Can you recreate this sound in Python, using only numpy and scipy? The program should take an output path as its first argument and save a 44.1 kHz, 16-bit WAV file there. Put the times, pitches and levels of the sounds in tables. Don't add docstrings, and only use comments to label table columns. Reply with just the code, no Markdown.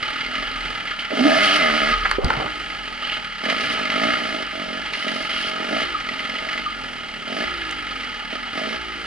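import sys
import numpy as np
from scipy import signal
from scipy.fft import rfft, irfft, next_fast_len
from scipy.io import wavfile
from scipy.ndimage import uniform_filter1d, map_coordinates

SR = 44100
rng = np.random.default_rng(int(sys.argv[2]) if len(sys.argv) > 2 else 0)


def transcribe(u):
    v = np.clip(np.atleast_2d(u).T, -1, 1)
    q = np.round(v * 32767).astype(np.int16)
    wavfile.write(sys.argv[1], SR, q)


N = 399535
T = np.arange(N) / SR


def amp(db):
    return 10 ** (np.asarray(db) / 20)


def unit(x):
    return x / np.sqrt(np.mean(x ** 2) + 1e-20)


def steady(x):
    power = uniform_filter1d(uniform_filter1d(x * x, size=6000), size=6000)
    return x / np.sqrt(np.abs(power) + 1e-4 * np.mean(x * x))


def along(points, hz):
    f, v = np.transpose(points)
    return np.interp(np.log(hz + 1), np.log(f + 1), v)


def wobble(rate):
    return map_coordinates(rng.standard_normal(int(N * rate / SR) + 4), [T * rate])


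def held(rows):
    return sum(value * ((T >= start) & (T < stop)) for start, stop, value in rows)


def lag(x, seconds):
    keep = np.exp(-1 / (seconds * SR))
    return signal.lfilter([1 - keep], [1, -keep], x)


def swell(s, width):
    return np.exp(-((T - s) / width) ** 2)


def filtered(x, response):
    m = next_fast_len(N + SR // 2)
    return irfft(rfft(x, m) * response(np.fft.rfftfreq(m, 1 / SR)), m)[..., :N]


def body(modes, f):
    out = 0
    for k, (center, width, db) in enumerate(modes):
        damping = 1j * f * width
        out = out + (-1) ** k * amp(db) * damping / (center * center - f * f + damping)
    return out


def band(f, low_hz, high_hz, order=4):
    return signal.freqs(*signal.butter(order, [low_hz, high_hz], "band", analog=True), f)[1]


def pulses(at, sizes):
    return np.bincount(np.clip(at, 0, N - 1).astype(int), sizes, N)


def rush(train, decay, rise=0.0078):
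    envelope = signal.lfilter([1], np.poly(np.exp(-1 / (np.array([decay, rise]) * SR))), train)
    return steady(envelope * rng.standard_normal(N))


def blow(s, db, t60, response):
    t = np.arange(SR // 5) / SR
    burst = amp(-60 * t / t60) * rng.standard_normal(len(t))
    ring = irfft(rfft(burst) * response(np.fft.rfftfreq(len(t), 1 / SR)), len(t))
    return pulses(round(s * SR) + np.arange(len(t)), amp(db) * ring / np.abs(ring).max())


# (frequency [Hz], t60 [s])
FOREST_DECAY = [(200, 0.44), (2000, 0.24), (10000, 0.0091)]


def forest(x):
    hz, t, z = signal.stft(rng.standard_normal((2, SR // 2)), SR, nperseg=256)
    decay = amp(-60 * t / along(FOREST_DECAY, hz)[:, None])
    tail = signal.istft(z * decay, SR, nperseg=256)[1]
    delayed = np.pad(x, (400, 0))[None]
    return signal.fftconvolve(delayed, tail / np.linalg.norm(tail[0]), axes=1)[:, :N]


# (frequency [Hz], left minus right [dB])
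PORT_LEAN = [(30, 2), (130, -2.5), (500, -4.5), (1100, 0.5), (2000, -2.5), (9000, -0.5)]
# (frequency [Hz], lead of the left port [rad])
PORT_LEAD = [(30, -1.4), (130, -0.066), (650, -1.565), (2700, -0.64), (5000, -1.45), (10000, -1.64)]


def ports(x):
    sides = np.array([[.5], [-.5]])
    return filtered(x, lambda f: amp(sides * along(PORT_LEAN, f)) * np.exp(1j * sides * along(PORT_LEAD, f)))


# (time [s], half width [s], level [dB])
AIR_GUSTS = [(.48, 0.2, -40), (2.1, 0.32, -35.5)]
AIR_DB = -57.5


def helmet_air():
    rumble = unit(filtered(rng.standard_normal(N), lambda f: band(f, 31.5, 41.0, order=2)))
    gusts = amp(AIR_DB) + sum(amp(db) * swell(s, width) for s, width, db in AIR_GUSTS)
    return gusts * rumble


def gravel(rows):
    shape = (rows, N)
    grains = (rng.random(shape) < 300 / SR) * amp(0.43 * np.minimum(rng.exponential(size=shape), 4))
    return 0.95 * unit(grains) + rng.standard_normal(shape)


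# (frequency [Hz], relative density [dB per Hz])
TYRE_SPECTRUM = [(30, -16), (140, -5.5), (280, -7), (850, -5.5), (1050, -21.5), (2000, -9.5), (11000, -33)]


def tyre_crunch():
    crunch = unit(filtered(gravel(1)[0], lambda f: amp(along(TYRE_SPECTRUM, f))))
    return amp(-44.0 + 2.6 * wobble(6)) * ports(crunch)


# (from [s], to [s], grit level [dB], rasp level on the metal [dB])
SCRAPE_STROKES = [(0.988, 1.012, -38, -26), (1.403, 1.569, -30.5, -22), (3.015, 3.168, -54, -30.5),
                  (3.437, 3.748, -42, -34.5), (4.918, 5.273, -40, -37), (5.29, 5.496, -39, -30.5),
                  (5.78, 5.833, -50, -28)]
# (frequency [Hz], relative density [dB per Hz])
GRIT_SPECTRUM = [(1500, -2), (3200, 5), (5000, 6), (6500, -7.5), (8300, -14.5), (10000, -3), (11000, -19.5)]
SCRAPE_LAG_S = 0.008


def grit_scrape():
    spray = unit(filtered(gravel(2), lambda f: amp(along(GRIT_SPECTRUM, f))))
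    strokes = lag(held((start, stop, amp(db)) for start, stop, db, _ in SCRAPE_STROKES), SCRAPE_LAG_S)
    return (strokes + amp(-59)) * amp(2.6 * wobble(22) + 3.0 * wobble(170)) * spray


# (frequency [Hz], width [Hz], relative level [dB])
CASE_MODES = [(837, 70, -1), (1350, 63, 5.5), (2023, 480, -1.5), (2926, 183, 3.5), (3218, 167, 0.5),
              (4017, 196, -9), (4460, 290, -11.5)]


def rasp():
    strokes = lag(held((start, stop, amp(db)) for start, stop, _, db in SCRAPE_STROKES), SCRAPE_LAG_S)
    rubbing = amp(3 * wobble(120)) * rng.standard_normal(N)
    return strokes * unit(filtered(rubbing, lambda f: body(CASE_MODES, f) * band(f, 2300, 5600, order=2)))


# (time [s], peak [dB], pitch [Hz], snap over the ring [dB])
STONE_HITS = [(2.112, -16, 4597, -10), (2.245, -16, 4700, -17), (7.711, -22, 3700, -1)]


def stone_flicks():
    out = np.zeros(N)
    for s, db, hz, snap_db in STONE_HITS:
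        out += blow(s, db, .018, lambda f: body([(hz, 900, 0)], f) ** 2
                    + amp(snap_db) * band(f, 2700, 11000, order=2))
    return out


# (time [s], level [dB], pitch [Hz], t60 [s])
LANDING_THUMPS = [(2.184, -8, 403, 0.045), (2.188, -10, 490, 0.03), (2.243, -9.5, 45.59, 0.091),
                  (2.245, -17, 170, 0.073), (2.253, -13.5, 82, 0.086), (2.272, -19.5, 259.7, 0.057),
                  (2.37, -25.5, 138.1, 0.21)]


def landing():
    out = np.zeros(N)
    t = np.arange(SR // 4) / SR
    attack = 1 - np.exp(-t / 0.00063)
    for s, db, hz, t60 in LANDING_THUMPS:
        tone = amp(db - 60 * t / t60) * np.sin(2 * np.pi * hz * t)
        out += pulses(round(s * SR) + np.arange(len(t)), tone * attack)
    return out


# (time [s], peak [dB], burst t60 [s])
FRAME_CLACKS = [(1.699, -9, 0.044), (2.052, -6.5, 0.055), (2.058, -10.5, 0.031), (2.112, -5, 0.03),
                (2.302, -5.5, 0.018), (2.336, -11, .016), (2.477, -18, 0.029)]
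# (frequency [Hz], width [Hz], relative level [dB])
FRAME_MODES = [(483, 325, -15), (880, 190, -1.5), (1280, 230, 7.5), (1609, 630, 4.5), (2120, 160, 5.5),
               (2770, 303, -7)]


def clacks():
    return sum(blow(s, db, t60, lambda f: body(FRAME_MODES, f) * band(f, 320, 3500, order=2))
               for s, db, t60 in FRAME_CLACKS)


JUDDER_S, JUDDER_HOLD_S, JUDDER_FADE_S, JUDDER_DB = 2.19, 0.268, 0.021, -28.5


def judder():
    taps = (rng.random(N) < 220 / SR) * amp(2 * rng.standard_normal(N))
    shake = filtered(rush(taps, decay=0.011, rise=0.00064),
                     lambda f: body(FRAME_MODES, f) * band(f, 480, 1020, order=2)
                     + amp(-6.5) * band(f, 106, 726, order=2))
    hold = held([(JUDDER_S, JUDDER_S + JUDDER_HOLD_S, amp(JUDDER_DB))])
    return lag(hold, JUDDER_FADE_S) * unit(shake)


# (from [s], to [s], start pitch [Hz], end pitch [Hz], middle level [dB])
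SINGING_TONES = [(1.184, 1.286, 220, 312.6, -19.5), (1.29, 1.37, 1700, 1731, -19),
                 (1.366, 1.499, 2067, 2110, -22), (1.583, 1.728, 2080, 2070, -18.5),
                 (1.852, 2.09, 1253, 1260, -23), (5.938, 5.966, 1240, 1212, -26.5),
                 (6.65, 6.697, 1243, 1224, -26)]


def singing():
    out = np.zeros(N)
    for start, stop, start_hz, end_hz, db in SINGING_TONES:
        u = np.interp(T, [start, stop], [0, 1])
        glide_hz = start_hz + (end_hz - start_hz) * u
        angle = 2 * np.pi * np.cumsum(glide_hz) / SR + start_hz / 1300 * wobble(110)
        out += amp(db + 4.2 * wobble(45)) * np.sin(np.pi * u) * np.sin(angle)
    return out


# (from [s], to [s], first opening [0-1], last opening [0-1],
#                  crank speed reached [Hz], exhaust bark [dB])
THROTTLE_HOLDS = [(0, 0.209, 0.15, 0.1, 37.72, 5), (0.215, .44, 0.21, 0.38, 46.33, 3),
                  (.44, 1.071, 0, 0.12, 34.07, 2.5), (1.088, 1.215, 0.4, 1, 62.5, 3),
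                  (1.22, 1.389, 0.93, 0.92, 97.4, 6), (1.385, 1.577, 0.79, 0.71, 99.5, 5.5),
                  (1.58, 1.925, 0.79, 0.64, 76.4, 6.5), (1.926, 2.502, 0.01, 0.02, 51, 0),
                  (2.498, 3.002, 0.02, 0.05, 41, -1), (3.001, 3.181, 0.17, 0.15, 40.2, 2.5),
                  (3.415, 3.528, 0.48, 0.72, 53.2, 5), (3.531, 3.675, 0.43, 0.44, 60.3, 3.5),
                  (3.68, 3.901, 0.46, 0.46, 44.83, 4.5), (3.899, 4.04, 0.46, 0.86, 55.75, 7),
                  (4.037, 4.15, 0.82, 0.51, 62.9, 6.5), (4.152, 4.429, 0.49, 0.51, 48.1, 1.5),
                  (4.518, 4.799, 0.48, 0.4, 47.47, -0.5), (4.8, 5.019, 0.03, 0.29, 41, 1),
                  (5.022, 5.221, 0.58, 0.39, 45.85, 2), (5.222, 5.623, 0.24, 0.46, 45, 2.5),
                  (5.622, 5.74, 0.36, 0.82, 52.1, 3), (5.743, 5.836, 0.7, 0.6, 62.96, 4),
                  (5.837, 6.05, 0.04, 0.01, 42.88, -0.5), (6.052, 6.601, 0.24, 0.34, 48, 1.5),
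                  (6.6, 7.24, 0.01, 0.04, 35.08, -1.5), (7.24, 7.39, 0.24, 0.76, 54, 0.5),
                  (7.392, 7.447, 0.7, .45, 61, 2), (7.451, 8.15, 0.02, 0.01, 39.5, 0),
                  (8.303, 8.358, 0.62, 0.39, 42.12, 1.5), (8.519, 8.596, 0.33, 0.78, 51.1, 2),
                  (8.6, 8.758, 0.53, 0.42, 58.94, -0.5), (8.764, 9.059, 0.01, 0.01, 50.4, -3.5)]
# (time [s], crank speed [Hz])
CRANK_BENDS = [(1.17, 53), (1.26, 73), (1.3, 79), (1.35, 87), (1.43, 106), (1.49, 93), (1.56, 104),
               (1.63, 80), (1.72, 74), (1.77, 78), (1.82, 70), (1.9, 77), (3.94, 49), (4.6, 46.5),
               (4.71, 44.3)]
CRUISE_HZ, COAST_S = 40, 1.6


def crank():
    knots = [(0.00073, CRUISE_HZ)]

    def coasted(s):
        last_s, last_hz = knots[-1]
        return s, last_hz * np.exp((last_s - s) / COAST_S)

    for start, stop, *_, hz, _ in THROTTLE_HOLDS:
        knots += [coasted(start), (stop, hz)]
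    knots.append(coasted(T[-1]))
    s, hz = np.transpose(sorted(knots + list(map(tuple, CRANK_BENDS))))
    return np.exp(np.interp(T, s, np.log(hz))) * (1 + .003 * wobble(35))


def turns(hz):
    return np.flatnonzero(np.diff(np.floor(np.cumsum(hz) / SR)))


SHUT_LAG_S, OPEN_LAG_S = 0.0055, 0.012


def throttle_slide():
    grip = np.zeros(N)
    for start, stop, first, last, _, _ in THROTTLE_HOLDS:
        span = (T >= start) & (T < stop)
        grip[span] = np.linspace(first, last, span.sum())
    return np.clip(np.minimum(lag(grip, SHUT_LAG_S), lag(grip, OPEN_LAG_S)), 0, 1)


BARK_LAG_S, BARK_FADE_S = 0.0027, 0.032


def exhaust_bark():
    load_db = held((start, stop, db) for start, stop, *_, db in THROTTLE_HOLDS)
    return np.maximum(lag(load_db, BARK_LAG_S), lag(load_db, BARK_FADE_S))


# (multiple of the crank speed, relative level [dB])
HUM_ORDERS = [(1, -1), (2, -21), (3, -21), (4, -15), (5, -8), (6, -1.5), (7, -9), (9, -13)]
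HUM_DB, HUM_OCTAVE_DB = -46, 11


def gear_hum(crank_hz, throttle):
    angle = 2 * np.pi * np.cumsum(crank_hz * (1 + .003 * wobble(25))) / SR
    hum = sum(amp(db + 1.6 * wobble(6.2)) * np.sin(k * angle) for k, db in HUM_ORDERS)
    hum *= amp(HUM_DB + HUM_OCTAVE_DB * np.log2(np.minimum(crank_hz, 55) / CRUISE_HZ))
    return (1 - throttle) ** 2 * hum


def rattle(starts, rattle_db):
    slaps = pulses(starts, amp(2.2 * rng.standard_normal(len(starts))))
    links = (rng.random(N) < 90 / SR) * amp(-6 + 2.5 * rng.standard_normal(N))
    knock = rush(slaps + links, decay=0.013, rise=0.0025) + 0.75 * rng.standard_normal(N)
    return amp(rattle_db) * steady(filtered(knock, lambda f: body(CASE_MODES, f) * band(f, 494, 7540)))


def hiss(starts, hiss_db):
    air = rush(pulses(starts, np.ones(len(starts))), decay=0.014) + rng.standard_normal(N)
    torn = filtered(air, lambda f: amp(along(GRIT_SPECTRUM, f)) * band(f, 1700, 9100, order=2))
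    return amp(hiss_db) * unit(torn)


# (time [s], peak [dB])
AIRBOX_CHUFFS = [(1.113, -18.5), (1.173, -17), (3.457, -25), (3.504, -23.5), (5.71, -23)]
# (frequency [Hz], width [Hz], relative level [dB])
AIRBOX_MODES = [(234, 75, -1.5), (293, 44.5, -1), (404, 113, -9.5)]
# (frequency [Hz], width [Hz], relative level [dB])
THROAT_MODES = [(628, 31.5, 3), (812.4, 40.4, -15)]


def chuffs():
    return sum(blow(s, db, 0.089, lambda f: body(AIRBOX_MODES + THROAT_MODES, f) * band(f, 195, 850))
               for s, db in AIRBOX_CHUFFS)


# (from [s], to [s])
CLEAN_PULLS = [(1.25, 1.93), (4.0, 4.2), (4.52, 4.8), (5.76, 5.85), (7.38, 7.46)]
INTAKE_DB, INTAKE_OPEN_DB = -52, 33
BOX_SWAY_DB = 2.5


def intake(starts, throttle, crank_hz):
    sputter = 1 - .88 * lag(held((start, stop, 1) for start, stop in CLEAN_PULLS), .02)
    uneven = sputter[starts]
    chance = rng.standard_normal((len(starts), 2))
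    alternate = (-1) ** np.arange(len(starts))
    sizes_db = 1.2 * uneven * alternate + (.9 + 1.3 * uneven) * chance[:, 0]
    gulps = pulses(starts + .00022 * SR * uneven * chance[:, 1], amp(sizes_db))
    gulps = steady(gulps) + (.05 + .27 * sputter) * rush(gulps, decay=.006, rise=.002)
    box = np.zeros(N)
    for k, mode in enumerate(AIRBOX_MODES):
        ring = filtered(gulps, lambda f: body([mode], f) * band(f, 170, 600, order=3))
        box += (-1) ** k * amp(BOX_SWAY_DB * wobble(18)) * ring
    honk = filtered(gulps, lambda f: body(THROAT_MODES, f) * band(f, 605, 920, order=2))
    honk_db = 0.5 + 12 * throttle ** 4 * np.clip(crank_hz / 80, 0, 1)
    voice = steady(box + amp(honk_db) * honk)
    return amp(INTAKE_DB + INTAKE_OPEN_DB * throttle ** 0.76) * voice + chuffs()


# (time [s], peak [dB])
CHAMBER_PINGS = [(0.028, -17), (0.136, -22), (0.2475, -17.5), (0.3529, -15.5), (0.398, -18.5), (0.873, -19),
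                 (3.453, -15), (3.4983, -9), (3.607, -14), (3.713, -16), (3.8526, -14), (3.901, -10),
                 (4.9344, -14), (5.024, -17), (5.08, -13.5), (6.002, -21), (6.088, -17), (6.192, -17.5),
                 (6.2958, -18), (6.353, -16), (6.4866, -14.5), (6.529, -19), (6.576, -18), (7.96, -23),
                 (8.0072, -20.5), (8.032, -23), (8.128, -25), (8.178, -26)]
# (frequency [Hz], width [Hz], relative level [dB])
SEAM_MODES = [(1280, 240, -2.5), (1680, 41, 6), (2033, 117, 13.5), (3000, 310, 4), (4370, 2300, -5)]


def pings():
    return sum(blow(s, db, 0.059, lambda f: body(SEAM_MODES, f) * band(f, 940, 4700, order=3))
               for s, db in CHAMBER_PINGS)


# (frequency [Hz], width [Hz], relative level [dB])
CHAMBER_MODES = [(1246.7, 49, 7), (1337, 224, -3), (1403, 52, 0), (1698, 50, 2.5), (1860, 620, -8),
                 (2112, 84, 1.5), (2340, 61, -11.5), (2556, 130, -7.5), (2940, 47, -16), (3310, 100, -15)]
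# (frequency [Hz], relative density [dB per Hz])
GAS_SPECTRUM = [(60, -15.5), (600, -15.5), (1020, -47), (1300, -57), (3200, -17), (3700, -13.5),
                (5000, -14), (6000, -36), (8300, -38.5), (9900, -32), (11000, -39)]


def chamber(f):
    return body(CHAMBER_MODES, f) * band(f, 1140, 4000) + amp(along(GAS_SPECTRUM, f) - 2.0)


def exhaust(starts, chamber_db, throttle, crank_hz):
    chance = rng.random((len(starts), 3))
    pull = throttle * np.clip((crank_hz - 35) / 30, 0, 1)
    slack = 1 - pull[starts]
    stroke = np.cumsum(chance[:, 0] > .12)
    fires = np.diff(stroke, prepend=0) * (stroke % 2)
    sizes_db = slack * (-7 * (1 - fires) + 4 * chance[:, 1])
    bangs = pulses(starts + .005 * SR * slack * chance[:, 2], amp(sizes_db))
    ringing = steady(filtered(bangs, lambda f: body(CHAMBER_MODES, f) * band(f, 1100, 3800)))
    puffs = rush(bangs, decay=.009, rise=.0012) + .32 * rng.standard_normal(N)
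    gas = steady(filtered(puffs, chamber))
    return amp(chamber_db) * steady((.4 + 1.0 * pull) * ringing + gas) + pings()


CHAMBER_DB, CHAMBER_OCTAVE_DB = -35, 6.5
RATTLE_DB, RATTLE_OCTAVE_DB, RATTLE_BARK_SHARE = -33.5, 4, 0.78
HISS_DB, HISS_OCTAVE_DB, HISS_OPEN_DB = -51.5, 6, 16.5


def engine():
    throttle, bark_db, crank_hz = throttle_slide(), exhaust_bark(), crank()
    octaves, starts = np.log2(crank_hz / CRUISE_HZ), turns(crank_hz)
    chamber_db = CHAMBER_DB + CHAMBER_OCTAVE_DB * octaves + bark_db
    rattle_db = RATTLE_DB + RATTLE_OCTAVE_DB * octaves + RATTLE_BARK_SHARE * bark_db
    hiss_db = HISS_DB + HISS_OCTAVE_DB * octaves + HISS_OPEN_DB * throttle
    return (intake(starts, throttle, crank_hz) + exhaust(starts, chamber_db, throttle, crank_hz)
            + rattle(starts, rattle_db) + gear_hum(crank_hz, throttle) + hiss(starts, hiss_db))


DIP_S, DIP_WIDTH_S, DIP_DB = 2.205, 0.032, -11


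def scene():
    trail = tyre_crunch() + grit_scrape() + helmet_air()
    jolts = clacks() + landing() + stone_flicks() + judder()
    dipped_engine = engine() * amp(DIP_DB * swell(DIP_S, DIP_WIDTH_S))
    bike = dipped_engine + rasp() + singing() + jolts
    echo = amp(-14) * forest(filtered(bike, lambda f: f > 150))
    return amp(0.5) * ports(bike) + echo + trail


TOP_HZ = 11100


def record(dry):
    return filtered(dry, lambda hz: hz < TOP_HZ)


dry = scene()
out = record(dry)
transcribe(out)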